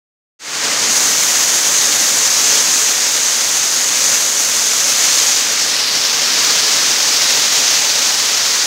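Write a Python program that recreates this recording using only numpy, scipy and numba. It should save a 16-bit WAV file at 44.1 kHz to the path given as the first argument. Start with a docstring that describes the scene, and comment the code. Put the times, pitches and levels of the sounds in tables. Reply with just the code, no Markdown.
"""A downpour on a street, heard from under a sheet-roofed porch through one small hand-held microphone:
random impacts, thousands a second, merge with a noise wash into a hiss whose bands flicker in level.
Near drops are short noise bursts that stand out as ticks; a knock on the case is a damped low sine.
The microphone port, a moving resonance near 6 kHz, shifts and dulls as the hand turns it.
The sound fades in from silence."""
import sys
import numpy as np
from scipy import signal
from scipy.fft import rfft, irfft, next_fast_len
from scipy.io import wavfile
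from numba import njit

SR = 44100
rng = np.random.default_rng(int(sys.argv[2]) if len(sys.argv) > 2 else 0)


def generate_wav(signal):
    """Clip the signal to [-1, 1] and save it as 16-bit WAV at the path in sys.argv[1]."""
    frames = np.transpose(np.atleast_2d(signal))
    scaled = np.clip(frames, -1, 1) * 32767
    pcm = np.round(scaled).astype(np.int16)
    wavfile.write(sys.argv[1], SR, pcm)


N = 381906

# Knocks of the hand on the case: [t/s, starting amplitude as level/dB before damping, f/Hz]
CASE_KNOCKS = [(5.37, -44, 45)]
# Heavy drops close by: [t/s, relative level/dB]
NEAR_DROPS = [(2.5451, -1), (3.045, -5), (4.6862, -4), (4.7341, 2), (4.9724, -2), (5.1997, 8), (7.0055, 0),
              (7.0628, -1)]
# Resonance of the port as the grip opens or shades it: [t/s, f/Hz, sharpness Q]
PORT_RESONANCE = [(0.68, 5940, 2), (0.95, 6230, 3.7), (4.5, 6280, 4.1), (5.35, 6230, 3.3),
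                  (5.68, 5900, 3.1), (5.86, 5200, 2.9), (6.02, 5700, 3.4), (6.5, 5800, 3.06),
                  (7.6, 5960, 3), (8.66, 5930, 3)]
# Strength of the downpour: [t/s, level/dB]
RAIN_STRENGTH = [(0.68, -11), (0.94, -12), (2.32, -12.5), (2.52, -11), (2.66, -12.5), (3.05, -13.5),
                 (3.25, -13.5), (3.88, -14.5), (4.12, -12.5), (4.3, -15), (4.8, -13.5), (5.1, -11.5),
                 (5.5, -13.5), (6.17, -13.7), (6.41, -11.5), (7.08, -12.5), (7.39, -11.5), (7.9, -12.5),
                 (8.66, -13.5)]
# Spectral density of the rain before the resonances lift it: [f/Hz, relative level/dB]
RAIN_SPECTRUM = [(25, -44), (70, -30), (115, -12), (190, -11), (380, -8.5), (750, -3.5), (1900, 0),
                 (2500, -1.5), (3800, -1.5), (4600, -1.5), (5600, -4.5), (7500, -2), (10000, -0.5),
                 (12500, 3.5), (15700, 12)]
# Resonances, the low ones of the porch, the last of the microphone mesh: [f/Hz, width/Hz, lift as level/dB]
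RESONANCES = [(127, 30, 2.5), (241.4, 44, 5), (303, 41, 5), (444, 48, 6), (554, 67, 4.5), (6700, 1200, 2.5)]
# Bell-shaped regions of rumble, patter, spray and top air: [centre f/Hz, width/octaves]
SPECTRAL_REGIONS = [(150, 1.4), (4000, 0.46), (12000, 0.38), (16400, 0.21)]
# Slow swings of the regions: [t/s, rumble level/dB, patter level/dB, spray level/dB, top air level/dB]
REGION_SWINGS = [(0.68, 0, -3, -6.5, -4), (0.87, 4, -2.5, -2.5, -5), (0.98, 1, -1.5, 1, 1),
                 (2.1, 1.5, -1, 2, -1), (3.1, -1.5, -1, -0.5, 0), (4.4, 1.5, -.5, 2.5, -1),
                 (5.3, -1.5, 1, .5, 0), (5.55, -0.5, -0.5, -2, 1), (5.84, 0, 1, 2, -5),
                 (6.1, 0.5, .5, -1, 2), (7.6, 0, 1.5, -1.5, 2), (8.66, -1.5, 1, -1, .5)]

# drop rate, mean of the random drop level before its cap, and share of far rain in the power
DROPS_PER_S, DROP_SPREAD_DB, FAR_SHARE = 4000, 2, 0.65
FADE_FROM_S, FADE_TO_S, FADE_FIRST_GAIN = 0.39, 0.66, 0.0078
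PEAK_LIMIT = 0.84   # amplitude the rounded peaks approach
CUTOFF_HZ = 15750


def from_db(db):
    """Definition of level: twenty decibels are a factor of ten in amplitude."""
    return 10 ** (np.asarray(db) / 20)


def rms_one(x):
    """Normalisation: a signal divided by its root mean square has unit power."""
    return x / np.sqrt(np.mean(x ** 2) + 1e-20)


def in_time(rows):
    """Linear interpolation: each column becomes a curve with one value per sample."""
    s, *columns = np.transpose(rows)
    return [np.interp(np.arange(N) / SR, s, column) for column in columns]


def drift(corner_hz):
    """Low-pass filtered noise: two equal poles leave a slow random motion of rms 1."""
    step, run_in = 40, 2000   # samples of sound per slow value; slow values discarded
    pole = np.exp(-2 * np.pi * corner_hz * step / SR)
    noise = rng.standard_normal(N // step + run_in + 2)
    slow = signal.lfilter([1], [1, -2 * pole, pole ** 2], noise)[run_in:]
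    return np.interp(np.arange(N) / step, np.arange(len(slow)), rms_one(slow))


def bumps():
    """Damped oscillation: a knock makes the case swing at a low frequency and die away exponentially."""
    out, t = np.zeros(N), np.arange(4000) / SR
    decay_s = 0.008
    for s, start_db, hz in CASE_KNOCKS:
        at = round(s * SR)
        swing = np.sin(2 * np.pi * hz * t) * np.exp(-t / decay_s)
        out[at:at + len(t)] += from_db(start_db) * swing
    return out


def ticks():
    """Impulsive excitation: each near drop is a thin noise burst decaying within a few milliseconds."""
    out, t = np.zeros(N), np.arange(800) / SR
    decay_s, thin_above_hz = 0.002, 1500
    bursts = rng.standard_normal((len(NEAR_DROPS), len(t)))
    for (s, level_db), burst in zip(NEAR_DROPS, bursts):
        at = round(s * SR)
        out[at:at + len(t)] += from_db(level_db - 15) * burst * np.exp(-t / decay_s)
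    high_pass = signal.butter(2, thin_above_hz, "high", fs=SR, output="sos")
    return signal.sosfilt(high_pass, out)


@njit
def cavity(x, g, damping):
    """Cavity resonance: a two-pole low-pass whose centre and damping move sample by sample."""
    out = np.zeros(len(x))
    band_state = low_state = 0.0
    for i in range(len(x)):
        band = (band_state + g[i] * (x[i] - low_state)) / (1 + g[i] * (g[i] + damping[i]))
        low = low_state + g[i] * band
        band_state, low_state = 2 * band - band_state, 2 * low - low_state
        out[i] = low
    return out


def drops():
    """Shot noise: impacts of unequal size at random moments add to the smooth wash of far rain."""
    size_db = DROP_SPREAD_DB * np.minimum(rng.exponential(1, N), 5)
    sizes = from_db(size_db) * rng.choice([-1, 1], N)
    landed = rng.random(N) < DROPS_PER_S / SR
    impacts = rms_one(sizes * landed)
    wash = rng.standard_normal(N)
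    return np.sqrt(1 - FAR_SHARE) * impacts + np.sqrt(FAR_SHARE) * wash


def downpour(regions_db, together_db, patchy_db):
    """Band modulation: sheets of rain move all third-octave slices together; each also flickers alone."""
    size = next_fast_len(N)
    bins_hz = np.maximum(np.fft.rfftfreq(size, 1 / SR), 10)
    octave = np.log2(bins_hz)

    lift_db = sum(db / (1 + (2 * (bins_hz - mode_hz) / width_hz) ** 2)
                  for mode_hz, width_hz, db in RESONANCES)
    hz, level_db = np.transpose(RAIN_SPECTRUM)
    colour_db = np.interp(octave, np.log2(hz), level_db) + lift_db
    coloured = rfft(drops(), size) * from_db(colour_db)

    out, sheets_db = 0, together_db * drift(28.0)
    for centre in np.arange(12, 44) / 3:   # log2 of the centre frequency
        # overlapping slices sum to one
        window = np.cos(np.pi * np.clip(1.5 * (octave - centre), -.5, .5)) ** 2
        reach = [np.exp(-.5 * ((centre - np.log2(mid_hz)) / width) ** 2)
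                 for mid_hz, width in SPECTRAL_REGIONS]
        gain_db = np.dot(reach, regions_db) + sheets_db + patchy_db * drift(8.4)
        band = irfft(coloured * window, size)[:N]
        out = out + from_db(gain_db) * band
    return out


def scene():
    """Superposition: rain and ticks pass the port, case knocks bypass it; both channels are equal."""
    rain_db, = in_time(RAIN_STRENGTH)
    port_hz, sharpness = in_time(PORT_RESONANCE)
    rain = from_db(rain_db) * downpour(in_time(REGION_SWINGS), together_db=0.51, patchy_db=.5)
    through_port = cavity(rain + ticks(), np.tan(np.pi * port_hz / SR), 1 / sharpness)
    heard = through_port + bumps()
    return np.array([heard, heard])


def record(dry):
    """Saturation and band limiting: silence, a straight fade-in, rounded high peaks, then a steep low-pass."""
    t = np.arange(N) / SR
    fade = np.interp(t, [FADE_FROM_S, FADE_TO_S], [FADE_FIRST_GAIN, 1], left=0)
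    faded = dry * fade
    rounded = faded / (1 + (faded / PEAK_LIMIT) ** 8) ** .125
    low_pass = signal.ellip(14, .5, 80, CUTOFF_HZ, fs=SR, output="sos")   # ripple and stopband in dB
    return signal.sosfilt(low_pass, rounded)


dry = scene()
out = record(dry)
generate_wav(out)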